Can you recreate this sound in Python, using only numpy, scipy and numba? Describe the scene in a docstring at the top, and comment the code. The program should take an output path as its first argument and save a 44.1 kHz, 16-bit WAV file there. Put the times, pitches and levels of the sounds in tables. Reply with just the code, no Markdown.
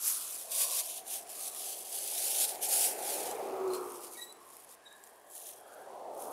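"""A plastic bag in the grass

A thin plastic bag is pulled open and handled close by, then held almost still. Tiny creases
buckle by the thousand, which makes the rustle, and a few snap on their own. Behind it a motorbike
passes with a humming exhaust and roaring tyres, a bird squeaks, and the next vehicle draws near."""
import sys
import numpy as np
from scipy import signal
from scipy.fft import rfft, irfft
from scipy.io import wavfile
from scipy.ndimage import uniform_filter1d
from numba import njit

SR = 44100
rng = np.random.default_rng(int(sys.argv[2]) if len(sys.argv) > 2 else 0)


def master(y):
    """Save y as 16-bit WAV."""
    cut = np.clip(np.atleast_2d(y).T, -1, 1)
    pcm = np.round(cut * 32767)  # scale
    wavfile.write(sys.argv[1], SR, pcm.astype(np.int16))


N = 279108
TIME = np.arange(N) / SR

# tone colour of the crinkling plastic film: f/Hz, level/dB
FILM_COLOUR = [(500, -46), (1100, -34), (1500, -33), (2000, -8.5), (2700, -11.5), (3600, -10.5),
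               (4800, -9.5), (6500, -7), (8200, -4.5), (9700, 0.5), (11000, -1.5), (13000, -5.5),
               (14500, -10), (15600, -14)]


def undb(db):
    """Turn decibels into a factor to multiply a sound by."""
    return 10 ** (np.asarray(db) / 20)


def unit(x):
    """Scale a sound to an average power of 1."""
    return x / np.sqrt(np.mean(x ** 2))


def colour(x, points):
    """Give a sound the tone colour drawn by points (f/Hz, level/dB); white noise keeps its power."""
    size = 4096
    hz, db = np.transpose(points)
    log_hz = np.log(np.fft.rfftfreq(size, 1 / SR) + 1)
    log_gain = np.log(undb(np.interp(log_hz, np.log(hz), db)))
    # build the filter so that it rings only after a click, never before it
    cepstrum = irfft(log_gain)[:size // 2]
    cepstrum[1:] *= 2
    response = irfft(np.exp(rfft(cepstrum, size)))
    return signal.fftconvolve(x, response / np.linalg.norm(response))[:N]


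def high_pass(x, hz, order):
    """Keep what lies above hz, with no delay, so that the rest of x is its low part."""
    return signal.sosfiltfilt(signal.butter(order, hz, "high", fs=SR, output="sos"), x)


def noise(points):
    """Noise of power 1 with the given tone colour."""
    return unit(colour(rng.standard_normal(N), points))


def band(hz, width_hz):
    """Noise of power 1 around one pitch; its width may change over time."""
    slow = signal.sosfilt(signal.butter(3, 1200, fs=SR, output="sos"), rng.standard_normal((2, N)))
    place = np.cumsum(np.broadcast_to(width_hz, N)) / 2400  # reading faster widens the band
    a, b = (np.interp(place, np.arange(N), part) for part in slow)
    phase = 2 * np.pi * np.cumsum(np.broadcast_to(hz, N)) / SR
    return unit(a * np.cos(phase) + b * np.sin(phase))


def wander(rate):
    """A curve of typical size 1 that glides to a new random value rate times a second."""
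    step = max(int(SR / rate), 2)
    held = np.repeat(rng.standard_normal(N // step + 1), step)
    return unit(uniform_filter1d(held, step)[:N])


def add(out, start_s, x):
    """Mix a short sound into out at the given time."""
    i = max(int(start_s * SR), 0)
    out[i:i + len(x)] += x[:max(N - i, 0)]


def field_air(air_db=-65, sway_db=2.0, hum_hz=74.5, hum_db=-90.5):
    """Quiet outdoor air with a faint low hum."""
    # tone colour of still air over the field: f/Hz, level/dB
    air_colour = [(25, -24), (50, -17), (120, -5.5), (300, 1), (900, -5), (1700, 1), (2500, -4),
                  (4000, -7.4), (7000, -9.5), (10000, -6), (15000, -24)]
    hum = np.sin(2 * np.pi * np.cumsum(hum_hz + 1.18 * wander(12)) / SR)
    return undb(air_db + sway_db * wander(3.1)) * noise(air_colour) + undb(hum_db) * unit(hum)


def nearness(peak_s, rise_s, fall_s):
    """A passing sound swells to 1, then fades with distance; the grass soaks up far sound."""
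    approaching = TIME < peak_s
    distance = np.hypot(1, (TIME - peak_s) / np.where(approaching, rise_s, fall_s))
    return distance ** -np.where(approaching, 1.65, 1.8)


def traffic(roar_hz=665.6, roar_lead_s=.24, tread_hz=1051.5, tread_reach=.34, wash_db=-65):
    """Passing vehicles: a low drone, a tyre roar that broadens as they near, and tread hiss up close."""
    # vehicles going by: nearest t/s, rise/s, fall/s, drone/dB, tyre roar/dB, tread hiss/dB
    passes = [(3.75, .64, .167, -44.5, -41, -44.5), (6.42, .25, 0.39, -48.5, -43.5, -42)]
    # tone colour of their drone: f/Hz, level/dB
    drone_colour = [(30, -52), (100, -26), (170, -21.5), (290, -10), (400, 0.7), (490, -2.7), (580, -19),
                    (750, -35.5)]
    drone_level = 0
    tyres = undb(wash_db) * band(892, width_hz=486)  # steady traffic further off
    for s, rise_s, fall_s, drone_db, roar_db, tread_db in passes:
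        drone_level += undb(drone_db) * nearness(s, rise_s, fall_s)
        near = nearness(s - roar_lead_s, rise_s, fall_s)  # tyres throw their roar ahead
        roar = near * band(roar_hz, width_hz=np.interp(near, [0, 1], [250, 400]))
        tread = nearness(s, tread_reach * rise_s, fall_s) * band(tread_hz, width_hz=530)
        tyres += undb(roar_db) * roar + undb(tread_db) * tread
    # tyres give off almost no bass
    tyres = signal.sosfilt(signal.butter(3, 260, "high", fs=SR, output="sos"), tyres)
    return drone_level * noise(drone_colour) + tyres


def handling(quickest_s=.02, roundness=1.4):
    """How loud the bag's sizzle and its large folds are as each tug swells and dies away."""
    # tugs and squeezes: peak t/s, sizzle/dB, 10 dB rise/s, 10 dB fall/s, folds against sizzle/dB
    tugs = [(.078, -29.5, 0.06, 0.08, -15.5), (.188, -41, 0.16, .14, -10.5), (.332, -40, .14, 0.08, -13.5),
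            (.413, -42.5, .03, 0.07, -12.5), (.522, -36.5, -0.01, 0.11, -10.5),
            (.618, -28, 0.05, 0.0452, -11.5), (.798, -31.5, 0.16, 0.0247, -10),
            (.885, -40.5, 0.12, .065, -10.5), (.975, -42, 0.08, .03, -8.5), (1.142, -36, 0.06, 0.05, -12),
            (1.347, -45.5, 0.1, .1, -11), (1.475, -39, .12, 0.01, -11.5), (1.661, -40.5, 0.21, 0.21, -10),
            (1.949, -39, 0.05, 0.11, -12.5), (2.264, -33.5, 0.28, 0.2128, -10.5),
            (2.436, -28.5, 0.0966, 0.03, -11.5), (2.491, -38.5, 0.04, 0.06, -11.5),
            (2.641, -31.5, .025, 0.04, -12), (2.728, -28.5, 0.044, 0.1544, -13),
            (2.85, -29, 0.096, 0.0558, -12), (3.096, -36, 0.11, 0.1822, -11), (3.278, -44.5, 0.15, .08, -7),
            (3.417, -60, 0.17, 0.36, -3), (3.748, -48, 0.05, 0.04, -8), (3.951, -49.5, 0.15, .06, -13.5),
            (4.045, -47.5, 0.05, 0.04, -9), (4.175, -48.5, 0.15, 0.11, -15),
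            (4.582, -56.5, 0.18, 0.1, -14.5), (4.729, -52, .045, 0.01, -12), (5.072, -62, 0.26, 0.2, -16),
            (5.359, -48, 0.05, 0.04, -17.5), (5.489, -47, .12, 0.08, -14), (5.707, -63, 0.1, 0.3, -12),
            (6.224, -49, 0.06, .1, -17), (6.329, -47.5, 0.02, .05, -16)]
    sizzle_power, fold_power = 0, 0
    for s, db, rise_s, fall_s, fold_db in tugs:
        # a hand can only start or stop the film so fast
        slope_s = np.maximum(np.where(TIME < s, rise_s, fall_s), quickest_s)
        away = np.minimum(np.abs(TIME - s) / slope_s, 20)
        tug = undb(db - 10 * away ** roundness)  # roundness 1 is a pointed peak, 2 a bell
        sizzle_power += tug ** 2
        fold_power += (tug * undb(fold_db)) ** 2
    return np.sqrt(sizzle_power), np.sqrt(fold_power)


@njit
def tiny_rings(starts, poles, sizes):
    """Each pop rings for a few cycles; its pole turns and shrinks it a little every sample."""
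    out = np.zeros(N)
    for k in range(len(starts)):
        ring = sizes[k]
        for i in range(starts[k], min(starts[k] + 120, N)):
            out[i] += ring.real
            ring *= poles[k]
    return out


def film_shake(pops, tail_db, decay_s=0.0071):
    """Each pop shakes the film around it, which leaves a short hissing tail."""
    decay = np.exp(-1 / (decay_s * SR))
    tail_level = np.sqrt(signal.lfilter([1 - decay], [1, -decay], pops ** 2))
    return pops + undb(tail_db) * tail_level * rng.standard_normal(N)


def crease_pops(effort, idle_per_s=400, busy_per_s=15000, ring_s=0.00012, clump_db=0.76, bounce=0.26):
    """Creases buckle in little bursts; harder handling sets off more of them."""
    pops_per_s = idle_per_s + busy_per_s * effort ** .75
    starts = np.flatnonzero(rng.random(N) < pops_per_s / SR)
    # every flat patch of film has its own size, so its own pitch
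    pitch, length, smallness, turn = rng.random((len(starts), 4)).T
    poles = np.exp(1j * np.pi * pitch - 1 / (ring_s * (.5 + length) * SR))
    sizes = undb(-2.0 * np.log(smallness + 0.02))  # most pops are small, a few are large
    pops = tiny_rings(starts, poles, sizes * np.exp(2j * np.pi * turn))
    pops = film_shake(pops, tail_db=-2.0) * undb(clump_db * wander(170))
    pops /= np.sqrt(uniform_filter1d(pops ** 2, size=1800) + 1e-12)  # even out the loudness
    # the sound also bounces off the ground, whose distance keeps changing as the bag moves
    delay_s = 0.000401 * np.exp(0.383 * wander(5))
    return pops + bounce * np.interp(TIME - delay_s, TIME, pops)


def bag_rustle(crumple_db=-25, crumple_growth=0.34, catch_db=1.63):
    """Small patches of film give the sizzle, folds the middle, and the whole sheet the low crumple."""
    sizzle_level, fold_level = handling()
    effort = sizzle_level / sizzle_level.max()
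    pops = crease_pops(effort)
    film = high_pass(colour(pops, FILM_COLOUR), 2300, order=6)
    sizzle = high_pass(film, 5700, order=3)
    # tone colour of the whole sheet crumpling: f/Hz, level/dB
    crumple_colour = [(500, -17), (1100, -9.5), (1500, 2), (2200, -2), (2700, -15), (4000, -35.5)]
    crumple = colour(film_shake(pops, tail_db=7.5), crumple_colour)
    # the whole sheet joins in more when it is pulled hard
    crumple_level = sizzle_level * undb(crumple_db) * effort ** crumple_growth
    bag = sizzle_level * unit(sizzle) + fold_level * unit(film - sizzle) + crumple_level * unit(crumple)
    # the film catches and gives within each tug, most of all under a light touch
    return undb(catch_db * (1 - effort) ** 2 * wander(55)) * bag


def crease_snaps(ring_s=0.0014, crack=0.84, gain_db=-3):
    """A tight crease flips: a sharp crack with a very short ring."""
    # single creases that snap: t/s, peak level before gain_db/dB, ring f/Hz
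    snaps = [(0.0794, -12.5, 9900), (0.242, -27, 8360), (0.5616, -20, 10000), (0.8989, -23, 11100),
             (1.468, -27, 9500), (1.548, -29, 10550), (2.4009, -15, 9320), (2.493, -22, 10600),
             (3.0752, -28, 10690), (3.3129, -23, 7600), (3.678, -35, 7220), (3.7353, -28.5, 4200),
             (3.8099, -35, 9350), (3.92, -32, 9430), (4.0467, -31, 9400), (4.3249, -37, 10900),
             (4.503, -37, 11170), (4.568, -33, 11900), (4.6467, -36, 11110), (4.9272, -42, 7600),
             (5.0385, -35, 7500), (5.0732, -40, 6560), (5.312, -34, 7960), (6.2068, -33, 10420),
             (6.222, -29, 10140)]
    out, t = np.zeros(N), TIME[:400]
    for s, db, hz in snaps:
        pop = np.sin(2 * np.pi * hz * t) + crack * rng.standard_normal(len(t))
        pop = colour(pop * np.exp(-t / ring_s), FILM_COLOUR)
        add(out, s, undb(db + gain_db) * pop / np.abs(pop).max())
    return out


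def far_swells():
    """Faint narrow bands of noise that rise and fade in the distance."""
    # distant swells: peak t/s, length/s, centre f/Hz, width/Hz, level/dB
    swells = [(.13, 0.46, 1220, 440, -57.3), (0.64, 0.45, 630.7, 249.8, -52.5),
              (0.683, .32, 1065, 184.6, -52.5), (1.16, 1.2, 716, 150, -56.5),
              (1.52, 0.39, 1152, 260.2, -61.5), (2.803, 1.32, 785.2, 180, -49.5),
              (4.48, 0.19, 1096, 120.5, -61), (4.914, 0.24, 1666, 170, -63), (5.2, 0.91, 1724, 380, -69.5),
              (5.772, 0.32, 1447, 451, -60), (5.98, 0.24, 1014, 149.8, -56), (5.52, .73, 3270, 260, -74)]
    return sum(undb(db) * band(hz, width_hz) * np.exp(-(2 * (TIME - s) / length_s) ** 2)
               for s, length_s, hz, width_hz, db in swells)


def wavering_tone(hz, waver, second_db, third_db):
    """A tone with overtones at two and three times its pitch, which strays by the fraction waver."""
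    phase = 2 * np.pi * np.cumsum(hz * (1 + waver)) / SR
    return np.sin(phase) + undb(second_db) * np.sin(2 * phase) + undb(third_db) * np.sin(3 * phase)


def motorbike_exhaust(pass_s=3.685, pitch_hz=374.7, doppler_hz=21, note_db=-33, rasp_db=-53.5):
    """The note drops as the bike goes by (the Doppler effect) and wavers on its way across the field."""
    hz = pitch_hz - doppler_hz * np.tanh((TIME - pass_s) / .25)
    tone = unit(wavering_tone(hz, 0.0099 * wander(50), second_db=-26, third_db=-21))
    shade_db = 10 * np.maximum(TIME - pass_s, 0)  # once past, the note fades further and further as the grass soaks it up
    flutter_db = wander(35)
    note = tone * undb(note_db - shade_db + flutter_db) * nearness(pass_s, rise_s=0.076, fall_s=0.094)
    # a rasp is heard just before the bike arrives
    rasp = nearness(peak_s=3.16, rise_s=0.54, fall_s=0.34) * band(2002, width_hz=1400)
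    return note + undb(rasp_db) * rasp


def bird(waver=0.012, echo_s=0.3, echo_db=-2.5):
    """Thin squeaky notes that flip between a high and a low voice and echo off the bank."""
    # bird notes: t/s, length/s, f/Hz, level/dB, overtone at twice the pitch against the note/dB
    chirps = [(3.702, .013, 4140, -51.5, -20), (3.734, 0.028, 4215, -51.5, -20),
              (4.146, .025, 2235, -60, -7), (4.168, 0.028, 1924, -57, 3.5),
              (4.182, 0.032, 1917, -49.5, -14), (4.206, .04, 3910, -47, -4), (4.269, 0.064, 3970, -60, -1),
              (4.85, 0.039, 3806, -56, -9), (4.883, 0.076, 3810, -64, -12)]
    notes, wobble = np.zeros(N), wander(600)
    for s, length_s, hz, db, second_db in chirps:
        start, n = int(s * SR), int(length_s * SR)
        note = wavering_tone(hz, waver * wobble[start:start + n], second_db, third_db=-22)
        add(notes, s, undb(db) * np.sqrt(2) * note * signal.windows.tukey(n, .8))
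    # many small echoes blur into a tail that fades by 60 dB in echo_s
    t = TIME[:SR // 2]
    tail = rng.standard_normal(len(t)) * undb(-60 * t / echo_s)
    return notes + undb(echo_db) * signal.fftconvolve(notes, tail / np.linalg.norm(tail))[:N]


def scene():
    """The bag up close and everything else behind it, in one channel."""
    bag = bag_rustle() + crease_snaps()
    return (bag + traffic() + motorbike_exhaust() + bird() + far_swells() + field_air())[None]


def record(dry):
    """The phone cuts off the highest treble."""
    top_hz = 15650
    return signal.sosfilt(signal.ellip(12, .2, 80, top_hz, fs=SR, output="sos"), dry)


dry = scene()
out = record(dry)
master(out)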